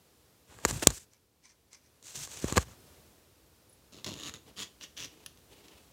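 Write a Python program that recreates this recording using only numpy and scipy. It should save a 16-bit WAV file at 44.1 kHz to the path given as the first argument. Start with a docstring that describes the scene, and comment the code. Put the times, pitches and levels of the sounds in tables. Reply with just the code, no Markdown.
"""Phone handling and a short zipper

A phone is shifted between hands over a sweatshirt in a quiet room: skin rubs and knocks on its case.
Then fingers pull the short zipper open in several strokes; the slider rasps tooth by tooth, the tab clicks.
Friction is noise of uneven slips, knocks are pressure pulses with decaying modes, and the zipper is
a train of jolts that excites the slider and the taut cloth, with clicks. Cloth swishes, pats and brushes."""
import sys
import numpy as np
from scipy import signal
from scipy.fft import rfft, irfft
from scipy.io import wavfile
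from scipy.ndimage import uniform_filter1d

SR = 44100
rng = np.random.default_rng(int(sys.argv[2]) if len(sys.argv) > 2 else 0)


def put_to_file(sound):
    """Save the sound as 16-bit audio at rate SR, in the file named by the first command-line argument."""
    columns = np.atleast_2d(sound).T  # one column per channel
    safe = np.clip(columns, -1, 1)
    whole_steps = np.round(safe * 32767)
    wavfile.write(sys.argv[1], SR, whole_steps.astype(np.int16))


N = 261072
TIME = np.arange(N) / SR

# spectrum of skin hissing on the case, one per change of hold: rows of (f/Hz, level/dB)
RUB_HISS = [
    [(880, -36.5), (1500, -7), (2230, -5.5), (2410, -6), (3250, -5), (4690, -3.5), (7610, 3.5),
     (10600, -7.5), (12000, -8), (15100, -13), (16000, -20.5)],
    [(880, -31), (1500, -10.5), (1880, -11.5), (2940, -6), (3920, -6), (4160, -5.5), (5020, -6.5),
     (6180, 0), (7610, -1.5), (9650, -9), (10500, -14), (15100, -16.5), (16000, -28)],
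]
# spectrum of the taut cloth around the zipper: f/Hz, level/dB
CLOTH = [(45, -15.5), (80, -3.5), (130, -2), (320, -3.5), (450, -6), (650, -10), (800, -19.5), (1100, -14),
         (2500, -57)]


def amp(db):
    """Level in decibels to amplitude ratio."""
    return 10 ** (np.asarray(db) / 20)


def unit(x):
    """Normalisation to rms 1."""
    return x / np.sqrt(np.mean(x ** 2))


def noise():
    """White noise: equal power at all frequencies, rms 1."""
    return rng.standard_normal(N)


def walk(rate):
    """Random modulation: noise averaged twice over 1/rate seconds, rms 1."""
    k = max(int(SR / rate), 2)
    return unit(uniform_filter1d(uniform_filter1d(noise(), k), k))


def colour(x, spectrum):
    """Minimum-phase filtering: the cepstrum turns a (f/Hz, level/dB) shape into a causal, unit-energy response."""
    hz, db = np.transpose(spectrum)
    size = 4096
    log_hz = np.log(np.fft.rfftfreq(size, 1 / SR) + 1)
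    shape = amp(np.interp(log_hz, np.log(hz), db))
    cepstrum = irfft(np.log(shape))[:size // 2]
    cepstrum[1:] *= 2  # fold the anticausal half onto the causal one
    response = irfft(np.exp(rfft(cepstrum, size)))
    return signal.fftconvolve(x, response / np.linalg.norm(response))[:N]


def friction(spectrum, grain_db, flutter_db, flutter_rate):
    """Stick-slip friction: countless tiny slips of uneven size, bunching as the contact grips and lets go."""
    slip_size = amp(grain_db * noise() + flutter_db * walk(flutter_rate))
    return colour(unit(noise() * slip_size), spectrum)


def stroke(start_s, length_s, attack_s, release_s):
    """Envelope of one hand movement: linear rise, hold to the end of its length, exponential decay."""
    t = TIME - start_s
    rise = np.clip(t / attack_s, 0, 1)
    return rise * np.exp(-np.clip((t - length_s) / release_s, 0, 20))


def ring(modes, t, alternate=False):
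    """Modal decay after one blow, peak 1: each mode's bandwidth sets its damping."""
    y = np.zeros(len(t))
    for k, (hz, width_hz, db) in enumerate(modes):
        sign = (-1) ** (k * alternate)  # neighbours in opposite phase make the ring build up
        y += sign * amp(db) * np.exp(-np.pi * width_hz * t) * np.sin(2 * np.pi * hz * t)
    return y / np.abs(y).max()


def resonate(x, hz, width_hz):
    """Second-order resonance: gain 1 at its centre, falling on either side."""
    return signal.lfilter(*signal.iirpeak(hz, hz / width_hz, SR), x)


def add(out, s, x):
    """Superposition: mix x into out from time s."""
    i = int(s * SR)
    out[i:i + len(x)] += x[:N - i]


def room_noise():
    """Coloured noise: background noise of fixed spectrum whose level sinks, swells and settles."""
    # level of the room noise: t/s, level/dB
    room_level = [(0, -64), (.6, -64), (1.05, -66.5), (1.3, -71), (1.65, -68.5), (2.0, -65), (2.9, -57.5),
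                  (3.3, -63.5), (5.92, -61)]
    # spectrum of the room noise: f/Hz, level/dB
    room_colour = [(18, -53), (30, -16.5), (43, -1.5), (81, -2), (204, -9.5), (233, -9), (473, -9.5),
                   (540, -12.5), (702, -16), (1960, -22.5), (4300, -21.5), (7870, -24), (14800, -25.5),
                   (16000, -30.5)]
    level = amp(np.interp(TIME, *np.transpose(room_level)))
    return level * friction(room_colour, grain_db=0.4, flutter_db=-0.1, flutter_rate=9)


def rubbing(attack_share=.32, release_share=.14):
    """Sliding friction: skin hisses over the case, judders where it grips, and rocks the phone."""
    # slides of skin, one list per change of hold:
    # start t/s, length t/s, hiss level/dB, gripping judder level/dB, rumble level/dB
    rubs = [
        [(.465, 0.157, -62, -60.5, -62.5), (.62, 0.084, -49, -49, -49), (.675, 0.034, -37, -42.5, -43.5),
         (.705, 0.073, -44.5, -51, -36.5), (.77, 0.081, -46.5, -53.5, -58), (.82, .016, -33, -30, -45),
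         (.83, 0.091, -54.5, -51.5, -43), (.91, 0.07, -47, -61.5, -67), (.98, 0.058, -58.5, -73.5, -70.5)],
        [(2.02, 0.18, -50, -63, -66), (2.135, 0.055, -43.5, -55, -53.5), (2.18, 0.076, -43, -57, -52.5),
         (2.262, 0.17, -47.5, -56.5, -59), (2.4, .15, -47.5, -49, -48), (2.473, 0.03, -44, -46, -49),
         (2.556, 0.025, -34, -30, -39.5), (2.58, 0.048, -46, -48.5, -50), (2.64, .09, -61.5, -62, -53.5)],
    ]
    # spectrum of the judder: f/Hz, level/dB
    judder_colour = [(150, -32), (250, 2), (946, -1.5), (1220, -2.5), (1410, -3.5), (1980, -6), (2230, -10),
                     (2490, -5), (4500, -12.5), (5850, -41), (9900, -120)]
    # spectrum of the rumble: f/Hz, level/dB
    rumble_colour = [(21, -34.5), (35, -3.5), (70, -6), (109, -4), (143, -5), (215, -16.5), (400, -23.5),
                     (520, -51), (880, -120)]
    out = np.zeros(N)
    for slides, hiss_colour in zip(rubs, RUB_HISS):
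        power = np.zeros((3, N))  # overlapping slides add in power
        for s, length_s, *levels_db in slides:
            # long slides start and end gently
            envelope = stroke(s, length_s, attack_share * length_s, release_share * length_s)
            power += np.outer(amp(levels_db), envelope) ** 2
        hiss, judder, rumble = np.sqrt(power)
        out += hiss * friction(hiss_colour, grain_db=2.5, flutter_db=2.0, flutter_rate=350)
        out += judder * friction(judder_colour, grain_db=3.5, flutter_db=2.5, flutter_rate=350)
        out += rumble * friction(rumble_colour, grain_db=2.0, flutter_db=2.0, flutter_rate=40)
    return out


def knocks(detune=0.011, rebound=0.37, scuff_db=-9.5, scuff_s=.001, uneven=.15, count=4):
    """Impact excitation: each contact is a pressure pulse, case ring, duct tick and scuff of skin."""
    # fingers knock on the phone: t/s, thump level/dB, first contact t/s, case ring level/dB,
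    # sharp tick level/dB, change per bounce level/dB
    blows = [(0.588, -62, .0004, -35, -42.5, -16), (.651, -5.5, .00014, -16, -10, -12.5),
             (0.6553, -12.5, 0.00054, -21, -19.5, -9), (0.7103, -25.5, 0.00094, -24, -22, -22),
             (.8708, -13, .00004, -19.5, -26, -30), (0.8717, -1.5, .00048, -17.5, 8.5, -44),
             (0.904, -34, 0.0011, -29, -23, -4.5), (1.135, -65, .0005, -62, -48.5, -19),
             (1.731, -73.5, .0005, -56.5, -39, -19), (2.0272, -57, .0005, -62.5, -40.5, -19),
             (2.156, -43, 0.0013, -41, -35, -18), (2.275, -60, 0.00042, -36.5, -37, -18),
             (2.4438, -13.5, .00066, -29, -28.5, -23), (2.5251, -17, 0.00068, -22, -20.5, -19.5),
             (2.5717, -8.5, 0.00058, -11, -15, -16.5), (2.5783, -25, 0.00043, -5, -13.5, -9),
             (2.5823, -16, 0.0016, -36, -32, -16)]
    # modes of the phone's case: f/Hz, bandwidth f/Hz, level/dB
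    case_modes = [(515, 150, -6.5), (830, 190, -4.5), (1140, 100, -3), (1636, 120, -7.5), (1910, 450, -4),
                  (2917, 340, -17)]
    # modes of its microphone duct: f/Hz, bandwidth f/Hz, level/dB
    duct_modes = [(2000, 1100, -15), (3100, 350, -21.5), (4290, 650, -4), (5500, 450, -12),
                  (6880, 440, -0.5), (7850, 500, -5), (8550, 510, -15.5), (9400, 500, -12.5),
                  (10570, 990, -12.5), (14700, 1400, -15)]
    bounce_s, softening = .0022, 1.6  # mean bounce interval; each contact is longer by this factor
    lead_s = .012  # room for the rise of the pulse before its peak
    out, scuffs, t = np.zeros(N), np.zeros(N), TIME[:SR // 20]
    for s, thump_db, contact_s, case_db, tick_db, bounce_db in blows:
        for k in range(count):
            grip = 1 + detune * rng.uniform(-1, 1)  # the fingers load the case differently each time
            strength = amp(k * bounce_db)
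            push = ((t - lead_s) / (contact_s * softening ** k)) ** 2
            pulse = (rebound * push - 1) * np.exp(-.5 * push)
            add(out, s - lead_s, strength * amp(thump_db) * pulse)
            case = amp(case_db) * ring(case_modes, t * grip)
            tick = amp(tick_db) * ring(duct_modes, t, alternate=True)
            add(out, s, strength * (case + tick))
            scuff = np.exp(-t / scuff_s) * rng.standard_normal(len(t))
            add(scuffs, s, strength * amp(tick_db + scuff_db) * scuff)
            s = s + bounce_s * (1 + uneven * rng.uniform(-1, 1))
    return out + colour(scuffs, RUB_HISS[0])


def swishes():
    """Fibre friction: brief swells of noise from clothing."""
    # soft swishes of clothing: start t/s, length t/s, level/dB
    swells = [(1.088, 0.094, -69.5), (1.417, .073, -58), (1.464, 0.079, -60.5), (1.693, 0.1, -58),
              (1.8, 0.1017, -69.5)]
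    # spectrum of the swish: f/Hz, level/dB
    swish_colour = [(590, -35), (1000, -5.5), (1240, -16), (2350, -2.5), (2550, -11.5), (3750, -13),
                    (6100, -0.5), (6840, -10.5), (9250, -14.5), (12000, -34.5), (15600, -75), (22000, -120)]
    swell = np.zeros(N)
    for s, length_s, db in swells:
        add(swell, s, amp(db) * np.hanning(int(length_s * SR)))
    return swell * friction(swish_colour, grain_db=6.5, flutter_db=2.5, flutter_rate=219)


def tinkles(hz=10100, decay_s=0.0094):
    """Free vibration: the dangling tab gives a tiny, high, decaying tone as the fingers find it."""
    # touches of the tab: t/s, level/dB
    touches = [(3.695, -55), (3.728, -54)]
    out, t = np.zeros(N), TIME[:SR // 10]
    for s, db in touches:
        add(out, s, amp(db) * np.exp(-t / decay_s) * np.sin(2 * np.pi * hz * t))
    return out


def brushing(attack_share=0.31, release_share=0.23):
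    """Sliding friction: the palm brushes over the sweatshirt."""
    # strokes of the palm: start t/s, length t/s, level/dB
    brushes = [(3.9, .42, -63), (4.45, 0.056, -63.5), (5.034, 0.204, -65.5), (5.435, 0.343, -60.5)]
    # spectrum of the brushed cloth: f/Hz, level/dB
    brush_colour = [(88, -53), (150, -6.5), (410, 2), (611, -8), (893, -7.5), (1460, -17), (2950, -8.5),
                    (5420, -16), (6550, -16), (14000, -25)]
    palm = np.zeros(N)
    for s, length_s, db in brushes:
        palm += amp(db) * stroke(s, length_s, attack_share * length_s, release_share * length_s)
    return palm * friction(brush_colour, grain_db=4.0, flutter_db=2.5, flutter_rate=76)


def pulling():
    """Kinematics of the slider: speed (teeth per s) glides within a pull; rasp and cloth gains follow it."""
    # pulls of the slider: start t/s, length t/s, rasp attack t/s, initial tooth rate f/Hz,
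    # final tooth rate f/Hz, rasp level/dB and taut cloth level/dB at the middle speed, before the zipper's gains
    pulls = [(3.919, 0.074, .006, 84, 96.6, -57, -56), (4.061, 0.074, 0.0023, 169, 101, -46, -43.5),
             (4.15, .134, 0.0041, 105, 190, -49.5, -53.5), (4.337, 0.02, 0.0022, 120, 116, -51, -52),
             (4.558, .072, 0.035, 195, 210, -41, -55), (4.8, 0.041, 0.033, 240, 249, -45.5, -58),
             (4.963, 0.085, .009, 169, 183, -44, -55)]
    rasp_slope_db, cloth_slope_db = 14, 11.5  # per doubling of speed: a faster slider is louder
    rasp_release_s, cloth_release_s = .014, 0.023  # the slider stops; the cloth slackens later
    speed, rasp, cloth = np.zeros((3, N))
    for s, length_s, attack_s, first, last, rasp_db, cloth_db in pulls:
        progress = np.clip((TIME - s) / length_s, 0, 1)
        doublings = np.log2(last / first) * (progress - .5)  # octaves from the middle speed
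        speed = np.where(TIME >= s, np.sqrt(first * last) * 2 ** doublings, speed)
        rasp_stroke = stroke(s, length_s, attack_s, rasp_release_s)
        rasp += rasp_stroke * amp(rasp_db + rasp_slope_db * doublings)
        cloth_stroke = stroke(s, length_s, attack_s / 2, cloth_release_s)
        cloth += cloth_stroke * amp(cloth_db + cloth_slope_db * doublings)
    return speed, rasp, cloth


def teeth(speed, jitter=.11, scatter_db=0.9, decay_s=0.0018, scrape=0.273):
    """Pulse-train excitation: a decaying jolt as each tooth parts, over steady scraping; local rms 1."""
    travel = np.cumsum(speed) / SR  # in teeth
    chance = rng.standard_normal((int(travel[-1]), 2))
    at = np.searchsorted(travel, np.arange(len(chance)) + jitter * chance[:, 0])
    jolts = np.zeros(N)
    jolts[np.minimum(at, N - 1)] = amp(scatter_db * chance[:, 1])
    force = signal.lfilter([1], [1, -np.exp(-1 / (decay_s * SR))], jolts) + scrape
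    return force / np.sqrt(uniform_filter1d(force ** 2, size=2205))  # rms over 50 ms


def slider(crackle):
    """Forced resonance: the crackle rings in the slider, as the fingers hold it at that moment."""
    # broad spectrum of the crackle: f/Hz, level/dB
    rasp_colour = [(500, -34), (1000, -12), (1500, -13), (2300, -8.5), (3400, -4), (5200, -7.5),
                   (7000, -8.5), (8400, -15.5), (10000, -17), (12500, -19.5), (16000, -22)]
    # resonances change with each new grip: from t/s, rows of (f/Hz, bandwidth f/Hz, boost level/dB)
    grips = [(0, [(1250, 200, 7), (1850, 250, 3), (2800, 400, 5), (3700, 400, 5), (4200, 400, 6),
             (5350, 400, 4), (6600, 600, 7)]), (4.155, [(1230, 200, 9.5), (1800, 230, 8), (2850, 430, 7),
             (3740, 390, 8.5), (6640, 420, 10.5), (7000, 400, 5.5), (9970, 700, 6)]),
             (4.45, [(1221, 200, 6.5), (1900, 247, 6), (3115, 580, 7.5), (4750, 644, 4), (6936, 450, 7.5),
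             (8850, 1800, 3)]), (4.75, [(1150, 170, 1.5), (1839, 348, 7.5), (2830, 250, 10), (3260, 330, 4),
             (4500, 400, 1), (5870, 550, 9.5)])]
    out, broad = np.zeros(N), colour(crackle, rasp_colour)
    for s, modes in grips:
        held = broad.copy()
        for hz, width_hz, db in modes:
            held += (amp(db) - 1) * resonate(broad, hz, width_hz)
        out = np.where(TIME >= s, held, out)
    return out


def zipper(rasp_db=-4., click_db=-3.5, cloth_db=-1.5, thud_db=-11.5):
    """Source and resonators: teeth crackle through the slider and shake the cloth; clicks ring the metal tab."""
    # short clicks of the zipper, and late faint ticks as the hand slides over the cloth:
    # t/s, level/dB before the gains below, decay t/s
    clicks = [(3.924, -48.5, 0.00096), (3.935, -44, 0.00103), (4.0444, -33.5, 0.0047),
              (4.0642, -41.5, .0042), (4.1391, -34, 0.0019), (4.1996, -37, 0.0012), (4.235, -31.5, 0.00084),
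              (4.295, -33.5, 0.00095), (4.339, -37.5, 0.0018), (4.8116, -42.5, .0012), (4.976, -40.5, .001),
              (5.056, -37.5, .0012), (5.374, -54, 0.00188), (5.682, -50, 0.004)]
    # the released pull tab falls on the slider: t/s, level/dB before the gains, decay t/s, tab drive level/dB
    tab_drops = [(5.2618, -36, .0026, -2.5)]
    click_tab_db = -28  # how much a click drives the pull tab
    speed, rasp, cloth = pulling()
    force = teeth(speed)
    crackle = force * noise() * rasp * amp(rasp_db)
    tab, t = np.zeros(N), TIME[:SR // 20]
    for s, db, decay_s, tab_db in [(*click, click_tab_db) for click in clicks] + tab_drops:
        snap = amp(db) * np.exp(-t / decay_s) * rng.standard_normal(len(t))
        add(crackle, s, snap * amp(click_db))
        add(tab, s, snap * amp(tab_db))
    cloth_force = force * noise() * cloth * amp(cloth_db)
    shaken = colour(cloth_force + amp(thud_db) * crackle, CLOTH)
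    tab_ring = amp(13.0) * resonate(tab, hz=10350, width_hz=810)
    return slider(crackle) + tab_ring + shaken


def patting():
    """Damped impact: fingers let go and land on the cloth in short decaying bursts of noise."""
    # pats on the cloth: t/s, level/dB, decay t/s
    pats = [(4.465, -52.5, 0.0036), (4.495, -48, 0.0048), (4.512, -50, 0.00183), (5.326, -58, 0.0026)]
    envelope, t = np.zeros(N), TIME[:SR // 10]
    for s, db, decay_s in pats:
        add(envelope, s, amp(db) * np.exp(-t / decay_s))
    return colour(envelope * noise(), CLOTH)


def walls(x, wet_db, t60_s=0.26):
    """Diffuse reverberation: exponentially decaying noise stands for the echoes of a small furnished room."""
    t = TIME[:SR // 2]
    tail = rng.standard_normal(len(t)) * amp(-60 * t / t60_s) * (t > .005)
    tail = signal.sosfilt(signal.butter(1, 7000, fs=SR, output="sos"), tail)
    return x + amp(wet_db) * signal.fftconvolve(x, tail / np.linalg.norm(tail))[:N]


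def scene():
    """Direct-to-reverberant balance: handling right at the microphone, the garment at arm's length, the room."""
    handling = walls(rubbing() + knocks(), wet_db=-35)
    clothing = swishes() + brushing() + patting()
    garment = walls(zipper() + tinkles() + clothing, wet_db=-13.5)
    return (handling + garment + room_noise())[None]


def record(dry, low_cut_hz=52, top_hz=15950):
    """Overload and band limits: peaks clip; the steep bass cut rings after thumps; the top is cut."""
    x = np.clip(dry, -.9, .9)
    x = signal.sosfilt(signal.butter(8, low_cut_hz, "high", fs=SR, output="sos"), x)
    return signal.sosfilt(signal.ellip(10, .2, 70, top_hz, fs=SR, output="sos"), x)


dry = scene()
out = record(dry)
put_to_file(out)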